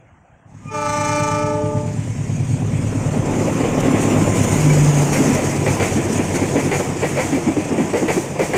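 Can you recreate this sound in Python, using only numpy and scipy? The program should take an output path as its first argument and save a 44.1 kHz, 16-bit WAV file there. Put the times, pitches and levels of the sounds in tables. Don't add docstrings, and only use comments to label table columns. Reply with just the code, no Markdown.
import sys
import numpy as np
from scipy import signal
from scipy.fft import rfft, irfft, next_fast_len
from scipy.io import wavfile
from scipy.ndimage import uniform_filter1d, map_coordinates

SR = 44100
rng = np.random.default_rng(int(sys.argv[2]) if len(sys.argv) > 2 else 0)


def wav_out(sig):
    wavfile.write(sys.argv[1], SR, np.round(np.clip(np.atleast_2d(sig).T, -1, 1) * 32767).astype(np.int16))


N = 377937

# f/Hz, relative level/dB per Hz
FIELD_SPECTRUM = [(15, -43), (25, -21), (76, -1), (134, -0.5), (349, -13.5), (386, -18), (756, -9.5),
                  (2420, -23), (3300, -36), (3750, -57), (5250, -51), (5820, -37.5), (8150, -38),
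                  (9270, -56), (12000, -62), (15600, -94), (22000, -120)]
RUMBLE_SPECTRUM = [(15, -45), (26, -17), (35, -12), (44, -14), (58, -9), (76, -4), (100, 1.5), (140, 12.5),
                   (190, -6), (265, 3), (330, -40), (450, -57.5)]
ROAR_SPECTRUM = [(94, -34), (160, -1.5), (178, -2), (264, -8.5), (302, -2), (889, -14), (1030, -26.5),
                 (1120, -21.5), (1600, -30.5), (2080, -29.5), (3520, -120)]
RAIL_SPECTRUM = [(530, -82), (900, -14), (996, 7), (1100, -8), (1280, -15), (1760, -3.5), (2100, -1),
                 (2420, -0.5), (3680, -13.5), (4500, -37), (5850, -52), (9900, -120)]
RASP_SPECTRUM = [(880, -42), (1500, -1), (1960, -14), (2430, 0), (2790, -17), (3200, -26), (4470, -33),
                 (6430, -38), (8900, -12), (10200, -35), (15700, -41)]
HISS_SPECTRUM = [(2240, -2), (3800, -11), (5210, -5), (6450, 3), (6890, 3), (7570, -0.5), (8530, -0.5),
                 (9780, -8.5), (11700, -11), (12600, -18), (14900, -14), (15700, -17)]
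CLANG_SPECTRUM = [(350, 7), (600, 9), (800, 17), (1240, 4.5), (1660, 6.5), (2080, 14.5), (3780, -11),
                  (4830, -3), (5300, -37.5), (5760, -29), (7000, -25), (9100, -44), (15400, -120)]
GAS_SPECTRUM = [(40, -41), (90, -22), (130, 7), (190, 7), (270, -6.5), (340, -9.5), (800, -11),
                (2000, -86)]
DRONE_SPECTRUM = [(22, -31), (36, -10), (55, -11), (170, -20), (265, 4), (340, -20.5), (500, -9.5),
                  (750, -25), (1300, -22), (2000, -43), (5000, -54)]
SNAP_SPECTRUM = [(400, -6), (2300, -4.5), (3800, -21.5), (7000, -6), (12000, -21)]
# multiple of the cycle rate, relative level/dB
EXHAUST_ORDERS = [(3, -35), (4, -12.5), (5, -32), (6, -38), (7, -37), (8, -55), (9, -28), (10, -36),
                  (11, 3), (12, 3.5), (13, -21), (14, -9), (15, -9), (16, -6), (17, 2), (18, -8.5),
                  (19, -21), (20, -15), (21, -7), (22, -39), (23, -22), (24, -10.5), (25, -11.5),
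                  (26, -11.5), (27, -24), (28, -13.5), (29, -12), (30, -15), (31, -21)]
# t/s, level/dB
EXHAUST_LEVEL = [(.5, -33), (1.15, -26), (1.6, -24), (2.4, -23.5), (2.9, -21.5), (3.3, -22.5), (3.55, -26),
                 (4.45, -17.5), (4.8, -27), (5.3, -26.5), (5.8, -22.5), (7.0, -28.5), (8.57, -37)]
# t/s, level/dB
DRONE_SWELL = [(2.4, -9.5), (3.0, -0.5), (3.45, 0), (4.0, -1.5), (4.6, -1), (5.3, 7), (5.8, -2.5)]
# harmonic, relative level/dB
LOW_BELL = [(1, -30.5), (2, -24.5), (3, -29.5), (4, -25.5), (5, -36.5), (6, -42.5), (7, -44.5), (8, -34),
            (9, -49), (10, -49), (11, -56), (12, -49), (13, -57), (14, -48), (15, -51), (16, -52),
            (17, -51), (18, -48), (19, -46), (20, -43.5), (21, -43), (22, -52), (23, -52), (24, -46),
            (25, -53), (26, -46.5), (27, -48.5), (28, -49), (29, -55), (30, -55.5), (31, -62)]
HIGH_BELL = [(1, -37), (2, -28.5), (3, -34), (4, -42), (5, -42.5), (6, -51), (7, -48), (8, -54), (9, -54),
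             (10, -72), (11, -53), (12, -49), (13, -46), (14, -46.5), (15, -44), (16, -56), (17, -61),
             (18, -61)]
# t/s, level/dB
HIGH_FUNDAMENTAL = [(.78, -35), (1.0, -40), (1.3, -32), (1.62, -25), (1.78, -31)]
HIGH_THIRD_LIFT = [(.76, 0), (.87, 8), (.93, -14), (1.02, 2), (1.32, 2.5), (1.5, 5), (1.56, -7)]
# f/Hz, level/dB
MIXING_COLOUR = [(600, -46), (1100, -16), (2500, -1), (4200, -29), (6500, 0), (8700, 1.5), (10500, -16)]
# f/Hz, t60/s
BANK_DECAY = [(150, 0.99), (1000, 1), (8000, 0.94)]
# t/s, level/dB, length/s
FLANGE_GRAZES = [(3.41, -37, 0.19), (3.808, -27, 0.0097), (4.028, -28, 0.022), (4.362, -36, 0.013),
                 (4.44, -26.5, 0.018), (5.025, -31, 0.013), (5.137, -26, 0.016), (5.17, -31.5, 0.26),
                 (5.352, -28, .014), (6.148, -31, 0.055), (6.36, -30, 0.032)]
# t/s, knock/dB, clang/dB, knock f/Hz, length/s
JOINT_STRIKES = [(3.471, -21, -31, 504, 0.0064), (3.597, -24, -37, 263, 0.014),
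                 (3.709, -26, -43, 262, 0.018), (3.928, -15.5, -52, 253, 0.018),
                 (4.185, -16, -42, 200, 0.031), (4.657, -14.5, -39, 267, 0.013),
                 (4.694, -19, -27.5, 386, 0.005), (5.124, -24, -25, 463, 0.026),
                 (5.184, -13.5, -34, 253, 0.018), (5.246, -17, -28, 234, 0.037),
                 (5.343, -21, -28.5, 480, 0.038), (5.414, -20, -43, 313, .02),
                 (5.541, -20.5, -32, 256, 0.015), (5.659, -19, -22.5, 480, 0.016),
                 (5.794, -20.5, -21.5, 450, 0.023), (5.953, -15.5, -37, 277, 0.022),
                 (6.091, -23, -42, 255, 0.032), (6.191, -14.5, -29.5, 290, 0.0092),
                 (6.335, -20.5, -31, 314, 0.024), (6.413, -14, -29.5, 295, 0.012),
                 (6.551, -15.5, -24.5, 283, 0.023), (6.645, -16.5, -44, 283, 0.01),
                 (6.71, -22, -21.5, 350, 0.02), (6.796, -16.5, -41, 383, 0.0072),
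                 (7.02, -18, -24.5, 456, 0.019), (7.164, -19, -22.5, 510, 0.026),
                 (7.318, -14.5, -29, 255, 0.025), (7.464, -13.5, -35, 252, 0.02),
                 (7.563, -13.5, -34.5, 315, .014), (7.702, -16.5, -38, 288, .02),
                 (7.775, -14, -30.5, 253, 0.022), (7.929, -15.5, -25.5, 400, 0.023),
                 (8.016, -13.5, -47, 287, 0.016), (8.078, -18.5, -21, 485, 0.02),
                 (8.164, -13.5, -31, 260, 0.012), (8.388, -17, -23, 430, 0.022),
                 (8.53, -18, -21.5, 456, 0.022)]
# f/Hz, relative level/dB, t60/s
WHEEL_MODES = [(514, 6, 0.12), (757, 3.5, 0.093), (1957, -0.5, 0.13), (2148, -8.5, 0.074), (2330, 2, .12),
               (2540, -9, 0.19)]

# abreast t/s, base level/dB, loss/dB per doubling of distance
TURBO, GEARS = (4.53, -33, 4), (4.3, -33.5, 3.5)
ENGINE_ROOM, GENERATOR = (3.98, -18, 5.2), (4.78, -25, 3.3)
# arrival t/s, base level/dB, loss/dB per doubling of distance before, loss/dB per s after
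RUMBLE, ROAR = (2.5, -25.5, 3.5, 1.5), (3.5, -20.5, 7, 1.07)
RAIL, HISS = (4, -32, 5, 1.38), (4.5, -29, 4.5, 2.5)

SPEED_M_PER_S, TRACK_M, SOUND_M_PER_S = 14.06, 4.5, 343
CYCLE_HZ, ENGINE_PASS_S = 8.765, 4.38
LOW_HZ, HIGH_HZ = 296.5, 431.7
CATCH_S, SHUT_S, STALL_S = .745, 1.52, 1.78
FILL_S, BLEED_S = .1, .088
ATTACK_DB_PER_S, RELEASE_DB_PER_S = 698, 99.5
HIGH_LEAD_S, HIGH_LAG_S = .024, .07


def amp(db):
    return 10 ** (np.asarray(db) / 20)


def unit(x):
    return x / np.sqrt(np.mean(x ** 2) + 1e-20)


def seconds(size=N):
    return np.arange(size) / SR


def along(points, hz):
    f, values = np.transpose(points)
    return np.interp(np.log(hz + 1), np.log(f + 1), values)


def curve(points, size=N):
    return np.interp(seconds(size), *np.transpose(points))


def wobble(rate, size=N):
    coarse = np.arange(0, size + 16, 16)
    knots = rng.standard_normal(int(size * rate / SR) + 4)
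    return np.interp(np.arange(size), coarse, map_coordinates(knots, [coarse * rate / SR]))


def filtered(x, response):
    m = next_fast_len(len(x) + SR // 5)
    return irfft(rfft(x, m) * response(np.fft.rfftfreq(m, 1 / SR)), m)[:len(x)]


def noise(spectrum, size=N, patchy_db=0):
    white = rng.standard_normal(size)
    if patchy_db:
        z = signal.stft(white, nperseg=512)[2]
        patches = uniform_filter1d(uniform_filter1d(rng.standard_normal(z.shape), 4, 0), 10, 1)
        white = signal.istft(z * amp(patchy_db * unit(patches)), nperseg=512)[1][:size]
    return unit(filtered(white, lambda hz: amp(along(spectrum, hz))))


def phase_of(hz):
    return 2 * np.pi * np.cumsum(hz) / SR


def blow(t, rise, t60, hold=0):
    rise = max(rise, .002)
    return np.minimum(t / rise, 1) * amp(-60 * np.maximum(t - rise - hold, 0) / t60)


def distance(abreast_s):
    return np.hypot(TRACK_M, SPEED_M_PER_S * (seconds() - abreast_s))


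def doppler(abreast_s):
    return 1 / (1 + np.gradient(distance(abreast_s)) * SR / SOUND_M_PER_S)


def passing(abreast_s, db, fall_db):
    return db - fall_db * np.log2(distance(abreast_s) / TRACK_M)


def procession(arrive_s, db, fall_db, ease_db):
    since = seconds() - arrive_s
    return np.where(since < 0, passing(arrive_s, db, fall_db), db - ease_db * since)


def lull(first_s=5.58, coach_s=1.36, width_s=.095):
    since = seconds() - first_s
    offset = since - coach_s * np.maximum(np.round(since / coach_s), 0)
    return np.exp(-(2 * offset / width_s) ** 2)


def open_country(db=-49.5):
    return amp(db) * noise(FIELD_SPECTRUM, patchy_db=3.5)


def exhaust():
    level_db = curve(EXHAUST_LEVEL)
    phase = phase_of(CYCLE_HZ * doppler(ENGINE_PASS_S) * (1 + .001 * wobble(12)))
    drift = [wobble(4) for _ in range(7)]
    orders = sum(amp(db + 1.1 * drift[i % 7]) * np.sin(order * phase + rng.uniform(0, 2 * np.pi))
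                 for i, (order, db) in enumerate(EXHAUST_ORDERS))
    puffs = unit(noise(GAS_SPECTRUM) * (1 + 1.25 * np.cos(4 * phase)) * (1 + .5 * np.cos(phase)))
    throb = 1 + .25 * np.cos(phase) + .28 * np.cos(4 * phase)
    return amp(level_db + .8 * wobble(14)) * unit((unit(orders) + amp(-12.5) * puffs) * throb)


def engine_room():
    drone = noise(DRONE_SPECTRUM, patchy_db=2)
    throb = 1 + .29 * np.cos(4 * phase_of(CYCLE_HZ * doppler(ENGINE_PASS_S)))
    return amp(passing(*ENGINE_ROOM) + curve(DRONE_SWELL)) * unit(drone * throb)


def rolling(knee_hz=450, near_s=4.5, dull_db_per_s=2):
    chatter = wobble(70)
    rumble = amp(procession(*RUMBLE) + 1.6 * wobble(12) - 7 * lull()) * noise(RUMBLE_SPECTRUM)
    roar_db = procession(*ROAR) + 1.54 * chatter + .73 * wobble(13) - 3.5 * lull()
    roar = amp(roar_db) * noise(ROAR_SPECTRUM, patchy_db=1.5)
    upper = filtered(roar, lambda hz: 1 - 1 / (1 + (hz / knee_hz) ** 4))
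    upper_gain = amp(-dull_db_per_s * np.maximum(near_s - seconds(), 0))
    roar += upper * (upper_gain - 1)
    rail_db = procession(*RAIL) + chatter + .67 * wobble(12) - 1.5 * lull()
    return rumble + roar + amp(rail_db) * noise(RAIL_SPECTRUM, patchy_db=2)


def bell(hz, harmonics, knee, tilt_db, gain_db, lifts_db, rasp_db):
    size = len(hz)
    beat_hz = (3 * LOW_HZ - 2 * HIGH_HZ) * (1.025 + .025 * wobble(10, size))
    beat = np.cos(phase_of(beat_hz))
    phase = phase_of(hz * (1 + .0018 * beat + .0028 * wobble(200, size) + .001 * wobble(25, size)))
    flutter = [wobble(11, size) + .7 * wobble(70, size) + .5 * wobble(260, size) for _ in range(7)]
    tone = np.zeros(size)
    for i, (harmonic, db) in enumerate(harmonics):
        octaves = max(np.log2(harmonic / knee), 0)
        shake_db = 1.97 * (.7 + .2 * octaves) * flutter[i % 7] + .9 * octaves * beat
        partial_db = db + lifts_db.get(harmonic, 0) + tilt_db * min(octaves, 2) + shake_db
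        tone += amp(partial_db) * np.sin(harmonic * phase + rng.normal(0, .6))
    opening = (1 + np.cos(phase)) ** 3
    puffs = unit(noise(RASP_SPECTRUM, size) * opening * (1 + .25 * beat))
    return amp(gain_db) * (np.sqrt(2) * tone + amp(rasp_db + 2 * tilt_db) * puffs)


def horn(length_s=2.3, mixing_db=-21, squeak_s=.694):
    size = int(length_s * SR)
    t = seconds(size)
    blown_s = np.maximum(t - CATCH_S, 0)
    pressure = (1 - .22 * np.exp(-blown_s / FILL_S)) / (1 + np.exp((t - SHUT_S) / BLEED_S))
    release_db = RELEASE_DB_PER_S * np.maximum(t - STALL_S, 0)
    gate_db = lambda lead_s: ATTACK_DB_PER_S * np.minimum(t - CATCH_S + lead_s, 0) - release_db
    tilt_db = -14 * (1 - pressure)
    bend = 1 + .014 * np.exp(-blown_s / .04) + .006 * (t - (CATCH_S + SHUT_S) / 2)
    sizzle = [(harmonic, -70) for harmonic in range(32, 52)]
    build_db = 1.5 - 8.5 * np.exp(-blown_s / .13)
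    low = bell(LOW_HZ * bend, list(LOW_BELL) + sizzle, knee=1.85, tilt_db=tilt_db,
               gain_db=gate_db(0) - 1.24, lifts_db={1: build_db, 2: build_db}, rasp_db=-46)
    high_lifts_db = {1: curve(HIGH_FUNDAMENTAL, size) - HIGH_BELL[0][1], 3: curve(HIGH_THIRD_LIFT, size)}
    high = bell(HIGH_HZ * bend, HIGH_BELL, knee=1.52, tilt_db=np.interp(t - HIGH_LAG_S, t, tilt_db),
                gain_db=gate_db(HIGH_LEAD_S) - 1, lifts_db=high_lifts_db, rasp_db=-47)
    chord = low + high
    mixed = filtered(pressure * low * high * chord, lambda hz: amp(along(MIXING_COLOUR, hz)))
    squeak_phase = phase_of(4 * LOW_HZ * bend * 1.012)
    spike = amp(-280 * np.abs(t - squeak_s))
    squeak = amp(-34.5) * (spike * np.sin(squeak_phase) + spike ** 2 * np.sin(2 * squeak_phase))
    return np.pad(chord + amp(mixing_db) * np.std(chord) * unit(mixed) + squeak, (0, N - size))


def bank_echo(x):
    hz, t, z = signal.stft(rng.standard_normal(SR), SR, nperseg=256)
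    tail = signal.istft(z * amp(-60 * t / along(BANK_DECAY, hz)[:, None]), SR, nperseg=256)[1]
    return signal.fftconvolve(np.pad(x, (SR // 40, 0)), tail / np.linalg.norm(tail))[:N]


def rubbing(tick_db=-12, ticks_per_s=90):
    graze_power = sum(amp(db) ** 2 * np.exp(-(2 * (seconds() - s) / length) ** 2)
                      for s, db, length in FLANGE_GRAZES)
    gain = np.sqrt(amp(procession(*HISS) - 1.5 * lull()) ** 2 + graze_power)
    hiss = noise(HISS_SPECTRUM, patchy_db=2.5) * amp(1.14 * wobble(60) + .4 * wobble(12))
    grit = (rng.random(N) < ticks_per_s / SR) * rng.random(N) ** 3
    crush = signal.fftconvolve(grit, blow(seconds(SR // 20), rise=.002, t60=.074))[:N]
    sound = hiss + amp(tick_db) * unit(crush * noise(HISS_SPECTRUM))
    top = filtered(sound, lambda hz: np.clip((hz - 8500) / 2000, 0, 1))
    nearness = (gain / amp(-25.5)) ** .59
    return gain * (sound + (nearness - 1) * top)


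def turbocharger(hz=6960, air_db_per_m=.7):
    level_db = passing(*TURBO) - air_db_per_m * (distance(TURBO[0]) - TRACK_M) + 1.5 * wobble(28)
    return amp(level_db) * np.sin(phase_of(hz * doppler(TURBO[0]) * (1 + .005 * wobble(400))))


def gears(hz=1030, open_s=3.7, screen_db_per_s=14):
    level_db = passing(*GEARS) - screen_db_per_s * np.maximum(open_s - seconds(), 0) + 2 * wobble(16)
    return amp(level_db) * np.sin(phase_of(hz * doppler(ENGINE_PASS_S) * (1 + .012 * wobble(140))))


def sleeper_knock(t, hz, length, q=3.52):
    width = 2 * hz / q
    resonance = lambda f: (1j * f * width / (hz * hz - f * f + 1j * f * width)) ** 2
    ring = signal.hilbert(filtered(rng.standard_normal(len(t)), resonance))
    ring = unit(ring.real / np.abs(ring) ** .7)
    ring = unit(filtered(ring, lambda f: np.clip((f - 60) / 100, 0, 1)))
    return ring * blow(t, rise=.4 * length, t60=.12, hold=length)


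def wheel_ring(t, length, bounces=3):
    ring = sum(amp(db + rng.normal(0, 3) - 60 * t / t60) * np.sin(2 * np.pi * hz * rng.normal(1, .015) * t)
               for hz, db, t60 in WHEEL_MODES)
    ring /= np.std(ring[:SR // 50]) + 1e-9
    snap = noise(SNAP_SPECTRUM, len(t)) * amp(-60 * t / .014)
    contacts = np.zeros(len(t))
    contact_s = length * (.25 + np.r_[0, rng.uniform(.3, 1.8, bounces)])
    contacts[(contact_s * SR).astype(int)] = np.r_[.8, rng.uniform(.4, .9, bounces)]
    return signal.fftconvolve(contacts, amp(-4.5) * ring + amp(-.5) * snap)[:len(t)]


def rail_joints():
    track, t = np.zeros(N + SR), seconds(SR // 2)
    for s, knock_db, clang_db, hz, length in JOINT_STRIKES:
        scrape = noise(HISS_SPECTRUM, len(t)) * blow(t, rise=.056, t60=.66)
        knock = sleeper_knock(t, hz, length)
        rattle = noise(CLANG_SPECTRUM, len(t)) * blow(t, rise=.37 * length, t60=14 * length, hold=length)
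        clang = amp(-1.5) * rattle + wheel_ring(t, length) + amp(-8) * scrape
        track[round(s * SR):][:len(t)] += amp(knock_db) * knock + amp(clang_db) * clang
    return track[:N]


def generator(firing_hz=148.2, louvres_s=4.82, beam_s=.5, beam_db=12.5):
    phase = phase_of(firing_hz * doppler(GENERATOR[0]) * (1 + .0067 * wobble(25)))
    hum = np.sin(phase) + amp(-22) * (np.sin(phase / 3) + np.sin(2 * phase))
    facing = 1 / (1 + np.abs(2 * (seconds() - louvres_s) / beam_s) ** 12)
    screened_db = -30 * np.clip(louvres_s - beam_s / 2 - seconds(), 0, 1)
    return amp(passing(*GENERATOR) + beam_db * facing + screened_db + wobble(20)) * unit(hum)


def scene(fade_in_s=.45, fade_length_s=.54):
    blast, clatter = horn(), rail_joints()
    echo = bank_echo(amp(-19) * blast + amp(-18) * clatter)
    fade = np.clip((seconds() - fade_in_s) / fade_length_s, 0, 1)
    diesel = exhaust() + turbocharger() + gears()
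    train = np.sqrt(fade) * diesel + fade * (engine_room() + generator() + rolling() + rubbing())
    return (blast + clatter + echo + train + open_country())[None]


def record(dry, ceiling=.64, top_hz=15600):
    rounded = dry / (1 + np.abs(dry / ceiling) ** 6) ** (1 / 6)
    return np.array([filtered(channel, lambda hz: hz < top_hz) for channel in rounded])


dry = scene()
out = record(dry)
wav_out(out)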